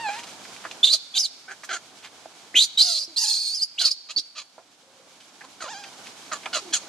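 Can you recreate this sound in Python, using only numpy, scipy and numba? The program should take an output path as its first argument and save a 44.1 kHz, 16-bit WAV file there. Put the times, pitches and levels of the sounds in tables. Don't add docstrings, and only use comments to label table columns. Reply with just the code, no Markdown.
import sys
import numpy as np
from scipy import signal
from scipy.fft import rfft, irfft
from scipy.io import wavfile
from numba import njit

SR = 44100
rng = np.random.default_rng(int(sys.argv[2]) if len(sys.argv) > 2 else 0)


def master_out(mix):
    frames = np.transpose(np.atleast_2d(mix))
    ceiling = np.clip(frames, -1, 1)
    pcm = np.round(ceiling * 32767).astype(np.int16)
    wavfile.write(sys.argv[1], SR, pcm)


N = 303408
T = np.arange(N) / SR


def undb(db):
    return 10 ** (np.asarray(db) / 20)


def unit(x):
    return x / np.sqrt(np.mean(x ** 2) + 1e-18)


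def colour(x, points):
    hz, db = np.transpose(points)
    f = np.maximum(np.fft.rfftfreq(x.shape[-1], 1 / SR), 1)
    gain = undb(np.interp(np.log(f), np.log(hz), db))
    return irfft(rfft(x) * gain, x.shape[-1])


def wander(n, hz):
    lowpass = signal.butter(2, hz, fs=SR, output="sos")
    noise = rng.standard_normal(n + SR // 10)
    return unit(signal.sosfilt(lowpass, noise)[-n:])


@njit
def svf(x, hz, width):
    y, b, l = np.empty(len(x)), 0., 0.
    for i in range(len(x)):
        g, k = np.tan(np.pi * hz[i] / SR), width / hz[i]
        v = (b + g * (x[i] - l)) / (1 + g * (g + k))
        b, l, y[i] = 2 * v - b, l + 2 * g * v, k * v
    return y


def resonate(x, hz, width):
    centre = np.minimum(hz + np.zeros(len(x)), .45 * SR)
    return svf(svf(x, centre, float(width)), centre, float(width))


def controls(rows):
    s, *columns = np.transpose(rows)
    t = np.arange(max(s[0], 0), s[-1], 1 / SR)
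    return t, *(np.interp(t, s, c) for c in columns)


def add(track, start, x):
    i = max(int(start * SR), 0)
    track[i:i + len(x)] += x[:N - i]


def turns(hz):
    return 2 * np.pi * np.cumsum(hz) / SR


# [t/s, level/dB]
AIR_LEVEL = [(.8, -47.5), (1.05, -54.5), (2.5, -52.5), (4.0, -60), (4.7, -60.5), (5.5, -54), (6.0, -49),
             (6.85, -48)]
# [f/Hz, relative level/dB per Hz]
MURMUR_SPECTRUM = [(18, -72.5), (30, -64), (91, -9.5), (270, 2), (377, -1.5), (526, -2), (722, 2), (845, 1),
                   (1240, -3.5), (1540, -5), (2000, -9), (2600, -30), (4400, -120)]
# [f/Hz, relative level/dB per Hz]
HISS_SPECTRUM = [(880, -13.5), (1500, -3), (1900, -11.5), (2200, -1), (2720, -4), (2920, -2.5), (3120, -1),
                 (6560, -3.5), (11300, -15.5), (13500, -28), (15500, -36)]
DIP_DB, DIP_RECOVERY_S = -7, 0.15


def air(low_db=-2.0, hiss_db=0, low_side=0.32, hiss_side=0.8, right_db=2.5):
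    level = np.interp(T, *np.transpose(AIR_LEVEL))
    dips = []
    for rows in SCREAM_CURVES:
        start, end = rows[0][0], rows[-1][0]
        sinking = np.interp(T, (start, end), (0, 1))
        dips.append(sinking * np.exp(-np.maximum(T - end, 0) / DIP_RECOVERY_S))
    dip = np.max(dips, axis=0)
    layers = ((MURMUR_SPECTRUM, level + low_db + DIP_DB * dip, low_side),
              (HISS_SPECTRUM, level + hiss_db, hiss_side))
    out, sides = 0, np.array([[-1], [1]])
    for spectrum, level_db, width in layers:
        mid, side = (unit(colour(rng.standard_normal(N), spectrum)) for _ in range(2))
        flicker_db = 1.1 * wander(N, 12)
        out = out + undb(level_db + flicker_db) * (mid + width * sides * side)
    return out * undb(sides * right_db / 2)


# [t/s, pitch f/Hz, relative level/dB]
COO_CURVES = [
    [(0.0, 910, -27), (0.02, 935, -30), (0.094, 786, -21), (0.116, 831, -32.5), (0.15, 839, -33.5),
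     (0.172, 933, -39), (0.25, 960, -62)],
    [(5.64, 632, -34.5), (5.67, 550, -47), (5.688, 750, -34.5), (5.714, 945, -37), (5.748, 773.6, -37.5),
     (5.786, 826, -40.5), (5.89, 779, -51)],
]
COO_STACKS = [
    [0, -5, -5.5, -13, -12.5, -22, -30, -31, -18],
    [-2.6, -2.5, -7, -4.5, -7, -1.5, -6, -7, -12],
]


def coo(rows, harmonics, jitter=0.0125, shimmer_db=2, darken=0.051):
    t, hz, db = controls(rows)
    n = len(t)
    phase = turns(hz * (1 + jitter * wander(n, 207)))
    effort_db = db - db.max()
    stack = 0
    for k, h in enumerate(harmonics, 1):
        harmonic_db = h + darken * (k - 7.5) * effort_db + shimmer_db * wander(n, 43.0)
        stack = stack + undb(harmonic_db) * np.sin(k * phase)
    return undb(db) * unit(stack)


# [t/s, peak level/dB, centre f/Hz, t60/s]
KNOCK_HITS = [(0.088, -27.5, 885, 0.027), (.451, -34, 1750, 0.04), (.563, -32, 2740, 0.031),
              (0.64, -33, 1780, 0.1), (.651, -24, 1330, 0.075), (.657, -30, 1230, 0.07),
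              (.712, -24.5, 2800, 0.032), (1.634, -31, 1490, 0.066), (2.257, -34, 700, 0.042),
              (2.543, -39, 336, 0.19), (4.176, -44, 352, 0.1), (4.58, -39.5, 714, 0.12),
              (5.203, -39, 3400, 0.13), (5.838, -30, 2660, 0.068), (6.433, -32.5, 2400, 0.092),
              (6.457, -22.5, 2200, 0.046), (6.462, -25.5, 1000, 0.074)]
# [f/Hz, relative level/dB, t60/s]
TABLE_RING = [(338, -3.5, 0.038), (643, -4, 0.033), (810, -10.5, 0.019), (1430, -18.5, 0.067),
              (2400, -9.5, 0.042), (3330, -30, 0.012)]
# [t of the swell's middle/s, level/dB, length/s, centre f/Hz]
BRUSHES = [(.1, -39, 0.075, 2800), (0.195, -38, 0.021, 3000), (0.24, -39.5, 0.013, 3070),
           (0.285, -43, 0.031, 3760), (0.721, -51, 0.013, 4000), (1.646, -38.5, 0.013, 5650),
           (2.054, -41, 0.03, 2530), (6.07, -41.5, 0.016, 2870)]


def scuffle(ring_db=-7, grain_db=4):
    out, t = np.zeros(N), T[:SR // 4]
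    for s, db, hz, t60 in KNOCK_HITS:
        ring = sum(undb(d - 60 * t / life) * np.sin(2 * np.pi * f * t) for f, d, life in TABLE_RING)
        thud = rng.standard_normal(len(t)) * undb(-60 * t / t60)
        hit = resonate(thud + undb(ring_db) * ring, hz, 1.08 * hz)
        add(out, s, undb(db) * hit / np.abs(hit).max())
    middle = t.mean()
    for s, db, length, hz in BRUSHES:
        grains = rng.standard_normal(len(t)) * undb(grain_db * wander(len(t), 470))
        swell = np.exp(-2 * ((t - middle) / length) ** 2)
        add(out, s - middle, undb(db) * unit(resonate(grains, hz, 1.6 * hz)) * swell)
    return out


def folds(phase, shimmer_db):
    lag = ((phase + np.pi) % (2 * np.pi) - np.pi) / np.gradient(phase)
    clicks = unit(np.sinc(.8 * lag) * np.exp(-(lag / 6) ** 2))
    return clicks * undb(shimmer_db * np.tanh(wander(len(phase), 300)))


def ends(n):
    i = np.arange(n)
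    return np.minimum(i / (.0025 * SR), 1) * np.minimum(i[::-1] / (.006 * SR), 1)


# [starting pitch/0-1 of the full pitch,
# break t/s, break length/s, roughness added by the break/0-1, roughness early/0-1, roughness late/0-1,
# fold pitch at the break f/Hz, fold glide/Hz per s, fold tone level/dB, treble level/dB]
SCREAM_BREAKS = [(0.97, 0.95, .014, 0.5, 0.26, 0.26, 624, 897, -33, -9.5),
                 (.8, 1.16, 0.016, 0.28, 0.35, .25, 790, -200, -33, -7),
                 (.55, 2.644, .013, .7, .26, .26, 430, -800, -44, -7.5),
                 (1, 2.885, 0.0452, 0.55, 0.21, 0.55, 690, -800, -34.5, -10),
                 (1, 3.25, 0.0422, 0.45, 0.53, 0.05, 874, -300, -32.5, -6),
                 (.7, 3.826, 0.015, .35, 0.41, .42, 695, -1300, -36, -11),
                 (0.99, 4.192, 0.013, 0.74, 0, 0.33, 550, 0, -54, -19.5)]
CLEAR_START_S, CLEAR_START_DB = .02, -7.5
SCOOP_S = .017
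TEAR_TREBLE_DB, TEAR_FOLD_DB = 15.5, 29.5


def scream_controls(rows, voice):
    t, hz, db = controls(rows)
    scoop, break_s, break_length, tear, early, late, fold_hz, glide, fold_db, treble_db = voice
    since = t - t[0]
    settled = np.minimum(since / CLEAR_START_S, 1)
    breaking = tear * np.exp(-((t - break_s) / break_length) ** 2)
    rough = np.clip(settled * np.linspace(early, late, len(t)) + breaking, 0, 1)
    high_db = db + treble_db + TEAR_TREBLE_DB * (rough - .5) + CLEAR_START_DB * (1 - settled)
    hz = hz * np.interp(since, (0, SCOOP_S), (scoop, 1))
    fold_hz = fold_hz + glide * (t - break_s)
    return t, hz, db, high_db, rough, fold_hz, fold_db + TEAR_FOLD_DB * (rough - .5)


# [t/s, whistle pitch f/Hz, relative level/dB]
SCREAM_CURVES = [
    [(0.83, 3526, -14.5), (0.844, 3639, -10), (0.864, 4037, -22), (0.874, 3634, -19), (0.892, 3776, -20.5),
     (0.914, 4144, -22), (0.934, 4700, -14), (0.954, 4100, -26.5), (0.974, 4240, -36)],
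    [(1.14, 4090, -33), (1.164, 3614, -24), (1.178, 3830, -20), (1.19, 5150, -23), (1.198, 5350, -18.5),
     (1.222, 5178, -28.5), (1.246, 4550, -22), (1.269, 3460, -31)],
    [(2.542, 3177, -27), (2.548, 3240, -33), (2.556, 3012, -22), (2.568, 3097, -13), (2.628, 4158, -16),
     (2.64, 3920, -24), (2.648, 4200, -26), (2.662, 4200, -43)],
    [(2.77, 3913, -51), (2.776, 3805, -15.5), (2.82, 4280, -13.5), (2.842, 4630, -22.5),
     (2.882, 4326, -25.5), (2.986, 4414, -23), (2.994, 4950, -29), (3.03, 4666, -30.5),
     (3.056, 5010, -36.5)],
    [(3.16, 3993, -32), (3.168, 4262, -22.5), (3.196, 4868, -25.5), (3.24, 4760, -25.5),
     (3.262, 4180, -30.5), (3.286, 4720, -22.5), (3.31, 4302, -23), (3.42, 4470, -29), (3.48, 4296, -26),
     (3.542, 4650, -29.5), (3.548, 5130, -25), (3.568, 5200, -28), (3.602, 4140, -32.5),
     (3.628, 5070, -19.5), (3.638, 4640, -19.5), (3.654, 4870, -50)],
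    [(3.777, 3427, -45), (3.787, 3533, -25), (3.821, 4340, -20.5), (3.831, 4193, -35), (3.859, 4639, -12.5),
     (3.903, 4415, -34.5), (3.915, 4770, -17), (3.925, 4200, -35), (3.934, 4300, -43)],
    [(4.161, 4400, -18.5), (4.173, 4631, -18), (4.189, 4410, -26), (4.207, 4630, -32)],
]
# [f/Hz, relative level/dB per Hz]
RASP_SPECTRUM = [(40, -58), (400, -25), (1300, -51), (1900, -15.5), (3000, -1.5), (5000, 6), (6800, 3),
                 (8500, -5.5), (11000, -4), (13000, -10.5), (15500, -28)]


def scream(rows, tearing, chop=0.39, pull=1.0, flutter_db=3.0, octave_db=-4, rasp_db=0,
           throat_width=2300, skirt_width=4200):
    t, hz, db, high_db, rough, fold_hz, fold_db = scream_controls(rows, tearing)
    n = len(t)
    fold = turns(fold_hz * (1 + .045 * wander(n, 55) + .03 * rough * wander(n, 350)))
    hz = hz * (1 + .09 * np.minimum(rough, .5) * wander(n, 85))
    phase = turns(hz) + rough * (pull * np.sin(fold) + .3 * wander(n, 600))
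    swell = undb(flutter_db * np.sqrt(rough) * wander(n, 130))
    whistle = unit(swell * (1 + chop * rough * np.cos(fold + 0.75)) * np.sin(phase))
    pulses = folds(fold, 3) + .2 * rng.standard_normal(n)
    screech = unit(resonate(resonate(pulses, hz, throat_width), 1.09 * hz, skirt_width))
    share = np.clip(1.1 * rough ** 1.5, 0, .9)
    voice = np.sqrt(1 - share) * whistle + np.sqrt(share) * screech
    low = undb(fold_db) * unit(np.sin(fold) + 0.59 * np.sin(2 * fold))
    mouth = sum(resonate(pulses, f * (1 + .05 * wander(n, 40)), 700) for f in (6100, 7100, 8600, 10500))
    rasp = unit(colour(.45 * pulses + mouth, RASP_SPECTRUM))
    octave = unit(swell * (np.sin(2 * phase) + 0.23 * np.sin(3 * phase)))
    high = undb(octave_db) * (1 - rough) * octave + undb(rasp_db) * rough ** 0.11 * rasp
    return (undb(db) * (voice + low) + undb(high_db) * high) * ends(n)


# (low dB, middle dB, high dB)
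BARK_START_DB, BARK_END_DB = (-4, -8, -27), (-12.5, -12.5, -18)
BARK_FADE_POWER = 1.35
BARK_GRAIN_DB, BARK_GRAIN_HZ = 2.5, 169


def bark_controls(row):
    _, length, widest, start_hz, end_hz, *peaks_db = row
    t = np.arange(0, length, 1 / SR)
    opening = np.interp(t, (0, widest), (1, 0))
    closing = np.interp(t, (widest, length), (0, 1)) ** BARK_FADE_POWER
    grain_db = BARK_GRAIN_DB * wander(len(t), BARK_GRAIN_HZ)
    levels = (peak + start * opening + end * closing + grain_db
              for peak, start, end in zip(peaks_db, BARK_START_DB, BARK_END_DB))
    return t, np.geomspace(start_hz, end_hz, len(t)), *levels


# [t/s, length/s, time to the widest mouth/s, first throat resonance at the start f/Hz, at the end f/Hz,
# low level/dB, middle level/dB, high level/dB], levels at the widest mouth
BARK_CALLS = [(1.478, .064, 0.039, 1492, 1590, -40, -51, -50),
              (1.688, 0.09, 0.05, 1545, 1442, -33, -33.5, -34),
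              (3.8, 0.1, 0.015, 1595, 1102, -42, -30, -43),
              (4.086, 0.044, 0.025, 1246, 1268, -50.5, -34, -42),
              (4.35, .08, 0.031, 1280, 1105, -49.5, -36, -44),
              (5.407, 0.022, 0.0084, 1617, 1690, -43.5, -57, -74),
              (5.434, 0.035, .01, 962, 944, -53, -51.5, -60),
              (5.603, .095, .012, 1504, 850, -40, -40.5, -42.5),
              (6.314, .036, 0.017, 1448, 1077, -30, -32, -31),
              (6.349, 0.0296, 0.0068, 1200, 1098, -41, -41, -43),
              (6.528, 0.075, 0.018, 1411, 1250, -34, -25.5, -30),
              (6.725, 0.057, 0.016, 1702, 1194, -37.5, -23.5, -20.5)]
# [f/Hz, width/Hz, relative level/dB]
MIDDLE_RESONANCES = [(3370, 400, 3.5), (4220, 1340, 5.5), (5240, 660, -3)]
# [f/Hz, width/Hz, relative level/dB]
HIGH_RESONANCES = [(5920, 240, 2.5), (6700, 280, 8), (7570, 870, -4), (9380, 1300, -7), (11200, 700, -17)]


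def throat(source, resonances):
    return sum(undb(db) * resonate(source, hz * (1 + 0.029 * wander(len(source), 67)), width)
               for hz, width, db in resonances)


def bark(row, first_width=750, second_ratio=2.22, second_width=520, second_db=3, leak_db=-10):
    t, first_hz, low_db, middle_db, high_db = bark_controls(row)
    n = len(t)
    fold = turns(first_hz / 2 * np.exp(.04 * wander(n, 70) + .055 * wander(n, 400)))
    source = folds(fold, 2) * (1 + .4 * np.cos(fold / 2)) + .4 * rng.standard_normal(n)
    second_hz = np.minimum(second_ratio * first_hz, 3250)
    second = undb(second_db) * resonate(source, second_hz, second_width)
    middle = throat(source, MIDDLE_RESONANCES) + second
    high = throat(source, HIGH_RESONANCES)
    low = unit(resonate(source, first_hz, first_width)) + undb(leak_db) * unit(resonate(source, 700, 940))
    return (undb(low_db) * low + undb(middle_db) * unit(middle) + undb(high_db) * unit(high)) * ends(n)


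# [t/s, length/s, start pitch f/Hz, end pitch f/Hz, level at the middle/dB]
WHIMPER_CALLS = [(3.079, .065, 353, 296, -57), (4.83, .31, 539, 527, -65.5),
                 (6.554, 0.036, 643, 545, -36.5), (6.595, .15, 434.4, 297, -50.5),
                 (6.838, 0.06, 334, 338, -59)]
WHIMPER_STACK = [0, -9]
WHIMPER_EDGE_DB = -4.5


def whimper(s, length, start_hz, end_hz, db):
    edge_db = db + WHIMPER_EDGE_DB
    rows = [(s, start_hz, edge_db),
            (s + length / 2, np.sqrt(start_hz * end_hz), db),
            (s + length, end_hz, edge_db)]
    return coo(rows, WHIMPER_STACK, jitter=0.015, shimmer_db=4.5)


def monkey(scream_db=1.5, bark_db=0, coo_db=-1.5):
    out = np.zeros(N)
    for rows, harmonics in zip(COO_CURVES, COO_STACKS):
        add(out, rows[0][0], undb(coo_db) * coo(rows, harmonics))
    for rows, voice in zip(SCREAM_CURVES, SCREAM_BREAKS):
        add(out, rows[0][0], undb(scream_db) * scream(rows, voice))
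    for row in BARK_CALLS:
        add(out, row[0], undb(bark_db) * bark(row))
    for row in WHIMPER_CALLS:
        add(out, row[0], whimper(*row))
    return out


# [delay at the left port/s, delay at the right port/s, level/dB]
NEAR_REFLECTIONS = [(.00585, .00588, -13), (.0083, 0.0076, -20)]
# [f/Hz, level/dB]
SCATTER_COLOUR = [(500, -9), (2500, -9), (4500, -6), (7500, 3), (14000, 3)]
# [f/Hz, relative level/dB]
ECHO_COLOUR = [(100, -19), (1000, -21), (4500, 8), (7000, 5), (14000, -15)]
# [f/Hz, level/dB]
PORT_COLOUR = [(1000, 3.5), (4500, -2), (7500, -2.5), (14000, -10.5)]


def garden(x, far_db=-25, near_t60=0.078, far_t60=0.9, right_db=1.7):
    t, f = T[:SR], np.fft.rfftfreq(N, 1 / SR)
    port_lag_s = (0, .000018)
    out = []
    for port, side in enumerate((-1, 1)):
        burst = unit(rng.standard_normal(SR) * undb(-60 * t / near_t60))
        near = colour(burst, SCATTER_COLOUR)[:SR // 4]
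        far_fade = undb(-60 * t / far_t60) * np.minimum(t / 0.017, 1)
        far = unit(colour(rng.standard_normal(SR), ECHO_COLOUR) * far_fade)
        response = undb(far_db) * far
        add(response, 0, near)
        paths = np.exp(-2j * np.pi * f * port_lag_s[port])
        for row in NEAR_REFLECTIONS:
            paths = paths + undb(row[-1]) * np.exp(-2j * np.pi * f * row[port])
        early = irfft(rfft(x) * paths, N)
        diffuse = signal.fftconvolve(x, response / np.sqrt(SR))[:N]
        out.append(undb(side * right_db / 2) * colour(early + diffuse, PORT_COLOUR))
    return np.array(out)


def scene():
    return garden(monkey() + scuffle()) + air()


def record(dry, low_cut_hz=60, lopsided=.015, top_hz=15550):
    low_cut = signal.butter(2, low_cut_hz, "high", fs=SR, output="sos")
    thin = signal.sosfilt(low_cut, dry + lopsided * dry ** 2)
    rounded = thin / (1 + (thin / .8) ** 4) ** .25
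    return signal.sosfilt(signal.ellip(10, .2, 80, top_hz, fs=SR, output="sos"), rounded)


dry = scene()
out = record(dry)
master_out(out)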